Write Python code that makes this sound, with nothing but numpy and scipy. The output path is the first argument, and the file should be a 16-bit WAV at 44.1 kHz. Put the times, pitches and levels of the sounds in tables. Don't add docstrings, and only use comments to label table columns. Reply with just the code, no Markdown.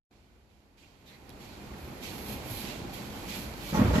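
import sys
import numpy as np
from scipy import signal
from scipy.fft import rfft, irfft, next_fast_len
from scipy.io import wavfile

SR = 44100
rng = np.random.default_rng(int(sys.argv[2]) if len(sys.argv) > 2 else 0)


def log_audio(samples):
    frames = np.atleast_2d(samples).T
    limited = np.clip(frames, -1, 1)
    pcm = np.round(limited * 32767).astype(np.int16)
    wavfile.write(sys.argv[1], SR, pcm)


N = 176400

# time_s, gain_db
FADE_IN = [(0, -86), (.092, -75), (0.112, -21.5), (.7, -23), (1.0, -17.5), (1.25, -11.5), (1.41, -7),
           (1.5, -8), (1.65, -5), (1.95, -2.5), (2.3, 0), (3.0, -0.44), (3.35, 0.2), (3.66, -1), (3.75, 0),
           (4, 0)]
# freq_hz, correlation
STEREO_LIKENESS = [(30, 0.8), (125, 0.85), (250, .9), (500, 0.67), (1000, 0.14), (2500, 0), (16000, 0.08)]
# freq_hz, level_db
RUMBLE_COLOUR = [(8, -60), (20, -22), (32, -6), (48, 1.5), (75, -2), (110, -2), (160, -3), (210, -1.8),
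                 (300, -3.4), (450, -8), (610, -9.5), (680, -12), (800, -9), (1000, -13), (1250, -18),
                 (1480, -18.5), (2000, -27), (5000, -54)]
# freq_hz, left_minus_right_db
MACHINE_PAN = [(40, -0.5), (200, -1.5), (500, -1.5), (1200, -3)]
# freq_hz, level_db
HISS_COLOUR = [(200, -30), (900, -5), (1600, -3.5), (2100, 0.5), (2450, 0.5), (2900, -3.5), (3900, -5),
               (4400, -3.5), (5100, -8.5), (7700, -11.5), (11500, -10.5), (16000, -22)]
# pitch_hz, level_db
HUM_TONES = [(64.6, -60.5), (130, -58), (205, -55.5), (350, -61.5), (710.6, -67), (2455, -75)]
# pitch_hz, level_db, t60_s
LINK_MODES = [(576, -1, 0.054), (817, -0.5, 0.069), (1104, -3, 0.053), (1480, -3.5, 0.047),
              (1830, -4, 0.037), (2390, -1.5, 0.034)]
# start_s, rise_s, hold_s, fade_s (per 20 dB), rub_db, fizz_db
CLOTH_SWISHES = [(0.112, .015, 0.046, 0.7, -49, -68), (.48, .02, .1, .3, -50.5, -61),
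                 (.768, 0.01, 0.031, 0.34, -40.5, -54), (1.041, 0.037, .025, 0.17, -44.5, -51),
                 (1.387, 0.027, .04, 0.4, -47, -55), (1.75, 0.039, 0.049, 0.5, -65, -56),
                 (2.004, .035, 0.022, 0.21, -40.5, -47.5), (2.078, 0.056, .1, 0.1, -53.5, -49.5),
                 (2.224, 0.068, 0.042, 0.08, -46, -43.5), (2.31, 0.086, 0.079, 0.4, -52.5, -60),
                 (2.424, 0.094, 0.099, 0.15, -46.5, -42.5), (2.599, 0.058, .05, 0.25, -43.5, -57),
                 (2.917, 0.019, .03, 0.4, -47, -52), (3.072, 0.091, 0.15, 0.4, -52, -56),
                 (3.26, .035, 0.052, 0.23, -42, -50), (3.314, 0.043, 0.043, 0.2, -50.5, -46.5),
                 (3.527, .15, .03, 0.17, -43, -47), (3.73, 0.023, 0.043, .3, -44, -49),
                 (3.832, 0.034, 0.05, 0.7, -47, -56.5), (3.927, .015, 0.034, 0.5, -39.5, -49)]
# freq_hz, level_db
RUB_COLOUR = [(300, -24), (1400, -14), (1900, -5.5), (2380, 1.5), (2750, -2.5), (3200, -1), (3700, -3),
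              (4400, -2.5), (5100, -6.5), (7600, -10), (10000, -13), (16000, -42)]
FIZZ_COLOUR = [(2000, -35), (5000, -19), (8000, -13), (10500, -3.5), (11800, 0.5), (12700, -3), (14500, -8),
               (16000, -11)]
# freq_hz, left_minus_right_db
RUB_PLACEMENT = [(1000, -13), (2000, -10.5), (4000, -8.5), (6500, -5)]
# time_s, left_minus_right_db
FIZZ_PATH = [(0, -4), (1.85, 1), (2.1, -8.5), (2.6, -9), (3.0, -3), (3.3, -2), (4, -3.5)]
# delay_s, level_db
COMB_TAPS = [(.0031, -13), (.0074, -12.5), (.0118, -12)]
# freq_hz, level_db
HALL_COLOUR = [(20, -30), (38, -13), (52, -4), (75, -3), (130, -14), (400, -38), (3000, -100)]
# start_s, length_s, level_db, pitch_hz, width_hz
SOLE_SCUFFS = [(0.797, 0.071, -43, 2760, 750), (1.055, 0.07, -41.5, 3750, 550),
               (1.06, 0.14, -46.5, 2100, 700), (1.092, .09, -47.5, 4100, 1100),
               (1.42, 0.18, -54, 4250, 1100), (2.52, 0.13, -47.5, 4030, 1310),
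               (2.639, 0.11, -48.5, 2700, 600), (3.686, 0.03, -43.5, 1180, 300),
               (3.725, 0.073, -46, 6060, 2200), (3.926, .07, -47, 6600, 2100),
               (3.934, 0.08, -37.5, 1870, 70), (3.94, 0.039, -34, 1280, 250), (3.93, 0.054, -45, 2850, 900)]
# start_s, level_db, centre_hz, t60_s, left_minus_right_db
SMALL_CLICKS = [(1.2936, -30, 10700, 0.0053, -13), (1.2934, -32, 4550, .005, -10),
                (1.3028, -35, 3400, 0.015, -14), (1.738, -40, 1600, 0.043, 1), (1.878, -45, 2600, .012, -5),
                (3.539, -39.5, 3700, .012, -6), (2.937, -46, 12000, .16, 7)]
# pitch_hz, level_db, t60_s
PING_MODES = [(3350, -1, .074), (3500, -10, .05), (11150, -6, .035), (14020, -9, .06)]
# start_s, level_db, pitch_hz, rise_s
CHAIN_KNOCKS = [(1.619, -42, 95, 0.016), (1.69, -38.5, 63, 0.046), (1.815, -37.5, 72, 0.026),
                (2.17, -43, 71, 0.037), (2.285, -40.5, 216.4, 0.022), (2.3, -38, 119, .025),
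                (2.345, -43, 76, 0.027), (2.492, -35, 115, 0.022), (2.848, -35.5, 307, 0.0052),
                (2.989, -43.5, 117, 0.015), (3.25, -41.5, 192.2, .04), (3.365, -38, 189, 0.017),
                (3.435, -40, 66, 0.036), (3.53, -38, 248, 0.013)]
# start_s, thump_db, thump_hz, boom_db, clang_db, clang_centre_hz, rattle_db
FOOT_BLOWS = [(3.727, -31, 188, -30.5, -46, 450, -34.5), (3.746, -26, 200, -31, -31, 850, -33),
              (3.774, -27, 180, -26, -31.5, 1170, -32.5), (3.791, -17, 245, -26.5, -43, 900, -33.5),
              (3.795, -20, 112, -27.5, -36, 897, -33), (3.815, -16, 230, -24, -34, 600, -30.5),
              (3.848, -24, 112, -26, -36, 1000, -31), (3.876, -21.5, 96, -26, -40.5, 1110, -36),
              (3.9, -21.5, 62.3, -29.5, -34, 550, -34.5), (3.936, -28.5, 148, -28.5, -34.5, 1420, -31),
              (3.957, -22.5, 196, -26, -34.5, 600, -33), (3.981, -21, 233, -27.5, -40, 900, -34)]
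# pitch_hz, level_db, t60_s
PLATE_MODES = [(52.3, -11, 0.46), (92, -2.5, .4), (165, -0.5, .2), (202.2, 0.5, 0.21), (216, -2.5, 0.17),
               (247, -4.5, 0.2), (286.5, -0.5, 0.17), (421.3, -5, 0.35), (496, -2, 0.45), (579, -4.5, 0.24),
               (616, -0.5, 0.42), (867.6, 2, 0.14), (922, -6, .2), (1100.4, -2, 0.2), (1240, -7.5, 0.09),
               (1383, -5.5, 0.13), (1595, -8.5, .14), (1885, -5, 0.2)]
# freq_hz, level_db
RATTLE_COLOUR = [(100, -18), (320, 0), (620, -0.5), (750, -6), (880, -3.5), (1250, -7), (1500, -11.5),
                 (2400, -14), (4000, -29), (9000, -46)]
THUD_COLOUR = [(10, -70), (28, -28), (48, -3), (85, 1), (120, 1), (220, -5), (300, -9), (420, -14),
               (1000, -53)]
# freq_hz, gain_db
MIC_EQ = [(4, -32), (20, -6), (38, 0), (7600, 0), (8500, -5.5), (9400, -10), (10200, -5), (11000, 0),
          (13200, 0), (14500, -6.5), (16000, -15)]


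def amp(db):
    return 10 ** (np.asarray(db) / 20)


def unit(x):
    return x / np.sqrt(np.mean(x ** 2) + 1e-20)


def read(points, hz):
    freqs, values = np.transpose(points)
    return np.interp(np.log(hz + 1), np.log(freqs), values)


def pan(db):
    gains = amp(np.array([[.5], [-.5]]) * db)
    return gains / np.sqrt((gains ** 2).mean(0))


def clock():
    return np.arange(N) / SR


def add(mix, start_s, sound):
    part = mix[:, round(start_s * SR):][:, :sound.shape[1]]
    part += sound[:, :part.shape[1]]


def wander(rate_hz):
    count = 4096
    hz = np.fft.rfftfreq(count, N / SR / count)
    lowpass = np.exp(-(hz / rate_hz) ** 2) * (hz > 0)
    drift = irfft(rfft(rng.standard_normal(count)) * lowpass)
    return unit(np.interp(np.arange(N) * count / N, np.arange(count), drift))


def noise(colour, placement=((20, 0), (20000, 0)), size=N):
    hz = np.fft.rfftfreq(size, 1 / SR)
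    left, other = rfft(rng.standard_normal((2, size)))
    likeness = read(STEREO_LIKENESS, hz)
    right = likeness * left + np.sqrt(1 - likeness ** 2) * other
    spectrum = np.array([left, right]) * amp(read(colour, hz)) * pan(read(placement, hz))
    return unit(irfft(spectrum, size))


def ring(force, hz, t60):
    t = np.arange(SR // 2) / SR
    phase = np.arccos(read(STEREO_LIKENESS, hz)) * np.array([[.5], [-.5]]) * rng.choice([-1, 1])
    mode = amp(-60 * t / t60) * np.sin(2 * np.pi * hz * t + phase)
    return signal.oaconvolve(force[None], mode, axes=1)[:, :N]


def thump(db, hz, rise_s):
    t = np.arange(SR // 2) / SR
    swell = (t / rise_s * np.exp(1 - t / rise_s)) ** 2
    return amp(db) * swell * np.sin(2 * np.pi * hz * t) * np.ones((2, 1))


def decay(start_s, t60_s, attack_s):
    age = np.maximum(clock() - start_s, 0)
    return np.minimum(age / attack_s, 1) * amp(-60 * age / t60_s)


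def drive_rumble():
    return amp(-41.5 + 0.64 * wander(rate_hz=14)) * noise(RUMBLE_COLOUR, MACHINE_PAN)


def step_hiss():
    return amp(-49.5 + .5 * wander(rate_hz=12)) * noise(HISS_COLOUR) * pan(-6)


def motor_hum(pitch_waver=.008, level_waver_db=3.1):
    out = 0
    for hz, db in HUM_TONES:
        cycles = np.cumsum(hz * (1 + pitch_waver * wander(rate_hz=5.93))) / SR
        level = amp(db + level_waver_db * wander(rate_hz=4.4))
        out += level * np.sqrt(2) * np.sin(2 * np.pi * cycles)
    return out


def link_ticks(ticks_per_s=30, spread_db=4.5):
    ticks = 0
    for hz, db, t60 in LINK_MODES:
        strength = amp(spread_db * np.minimum(rng.exponential(1, N), 3))
        taps = strength * (rng.random(N) < ticks_per_s / SR)
        ticks += amp(db) * ring(taps, hz, t60)
    return amp(-58) * unit(ticks)


def clothing(grain_db=1.26):
    t, rub_power, fizz_power = clock(), 0, 0
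    for start, rise, hold, fade, rub_db, fizz_db in CLOTH_SWISHES:
        attack = np.clip((t - start) / rise, 0, 1)
        release = amp(-20 * np.maximum(t - start - rise - hold, 0) / fade)
        rub_power += (amp(rub_db) * attack * release) ** 2
        fizz_power += (amp(fizz_db) * attack * release) ** 2
    grain = amp(grain_db * wander(rate_hz=400))
    turning = pan(np.interp(t, *np.transpose(FIZZ_PATH)))
    rub = np.sqrt(rub_power) * noise(RUB_COLOUR, RUB_PLACEMENT)
    fizz = np.sqrt(fizz_power) * noise(FIZZ_COLOUR) * turning
    return grain * (rub + fizz)


def comb_colour(direct, skew=.17):
    out, gains = direct.copy(), [1]
    for delay, db in COMB_TAPS:
        add(out, delay, amp(db) * direct * [[1], [0]])
        add(out, delay * (1 - skew), amp(db) * direct * [[0], [1]])
        gains.append(amp(db))
    return out / np.linalg.norm(gains)


def hall_drone(start_s=0.12, fade_s=.015):
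    fade_in = np.clip((clock() - start_s) / fade_s, 0, 1)
    return amp(-65) * fade_in * noise(HALL_COLOUR)


def sole_scuffs():
    out, t = np.zeros((2, N)), np.arange(8192) / SR
    for start, length, db, hz, width in SOLE_SCUFFS:
        band = [(hz / 3, -60), (hz - 3 * width, -32), (hz - width, -14), (hz, 0),
                (hz + width, -14), (hz + 3 * width, -32), (hz * 3, -60)]
        band = [(max(freq, hz / 3), level) for freq, level in band]
        swell = np.sin(np.pi * np.minimum(t / length, 1))
        add(out, start, amp(db) * swell * noise(band, size=len(t)))
    return out * pan(-6)


def clicks():
    out, t = np.zeros((2, N)), np.arange(4096) / SR
    for start, db, hz, t60, side_db in SMALL_CLICKS:
        burst = noise([(hz / 3, -30), (hz, 0), (hz * 3, -30)], size=len(t))
        add(out, start, amp(db - 60 * t / t60) * burst * pan(side_db))
    return out


def metal_ping(start_s=1.302, level_db=-42):
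    out, t = np.zeros((2, N)), np.arange(4096) / SR
    for hz, db, t60 in PING_MODES:
        partial = amp(level_db + db - 60 * t / t60) * np.sin(2 * np.pi * hz * t)
        add(out, start_s, partial * pan(-10))
    return out


def step_chain():
    out = np.zeros((2, N))
    for start, db, hz, rise in CHAIN_KNOCKS:
        add(out, start, thump(db, hz, rise))
    return out


def foot_contact(start_s, chatter=0.51):
    envelope = decay(start_s, t60_s=0.039, attack_s=0.0026)
    force = chatter * envelope / np.linalg.norm(envelope) * rng.standard_normal(N)
    force[round(start_s * SR)] += 1
    return force


def landing_plate(cycles_to_peak=1.21, boom_top_hz=350, clang_fall_db_per_octave=9):
    out, rattle_power, thud_power, strikes = np.zeros((2, N)), 0, 0, []
    for start, thump_db, thump_hz, boom_db, clang_db, centre_hz, rattle_db in FOOT_BLOWS:
        add(out, start, thump(thump_db, thump_hz, cycles_to_peak / thump_hz))
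        rattle_power += (amp(rattle_db) * decay(start, t60_s=0.33, attack_s=0.0063)) ** 2
        thud_power += (amp(boom_db) * decay(start, t60_s=0.33, attack_s=.004)) ** 2
        strikes.append((foot_contact(start), boom_db, clang_db, centre_hz))
    for hz, db, t60 in PLATE_MODES:
        force = 0
        for push, boom_db, clang_db, centre_hz in strikes:
            off_centre_db = clang_fall_db_per_octave * abs(np.log2(hz / centre_hz))
            force += push * amp(boom_db - 5.5 if hz < boom_top_hz else clang_db - off_centre_db)
        polarity = rng.choice([-1, 1])
        out += amp(db) * polarity * ring(force, hz, t60) * pan(read(MACHINE_PAN, hz))
    rattle = np.sqrt(rattle_power) * noise(RATTLE_COLOUR, MACHINE_PAN)
    thud = amp(-7) * np.sqrt(thud_power) * noise(THUD_COLOUR)
    return out + rattle + thud


def scene():
    walker = comb_colour(clothing() + sole_scuffs()) + clicks() + metal_ping() + landing_plate()
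    escalator = drive_rumble() + step_hiss() + motor_hum() + link_ticks() + step_chain()
    fade_in = amp(np.interp(clock(), *np.transpose(FADE_IN)))
    return fade_in * (escalator + walker) + hall_drone()


def record(dry):
    size = next_fast_len(N + 4096)
    eq = amp(read(MIC_EQ, np.fft.rfftfreq(size, 1 / SR)))
    coloured = irfft(rfft(dry, size) * eq, size)[:, :N]
    high_cut = signal.firwin(511, cutoff=15650, window=("kaiser", 9), fs=SR)
    return signal.oaconvolve(coloured, high_cut[None], "same")


dry = scene()
out = record(dry)
log_audio(out)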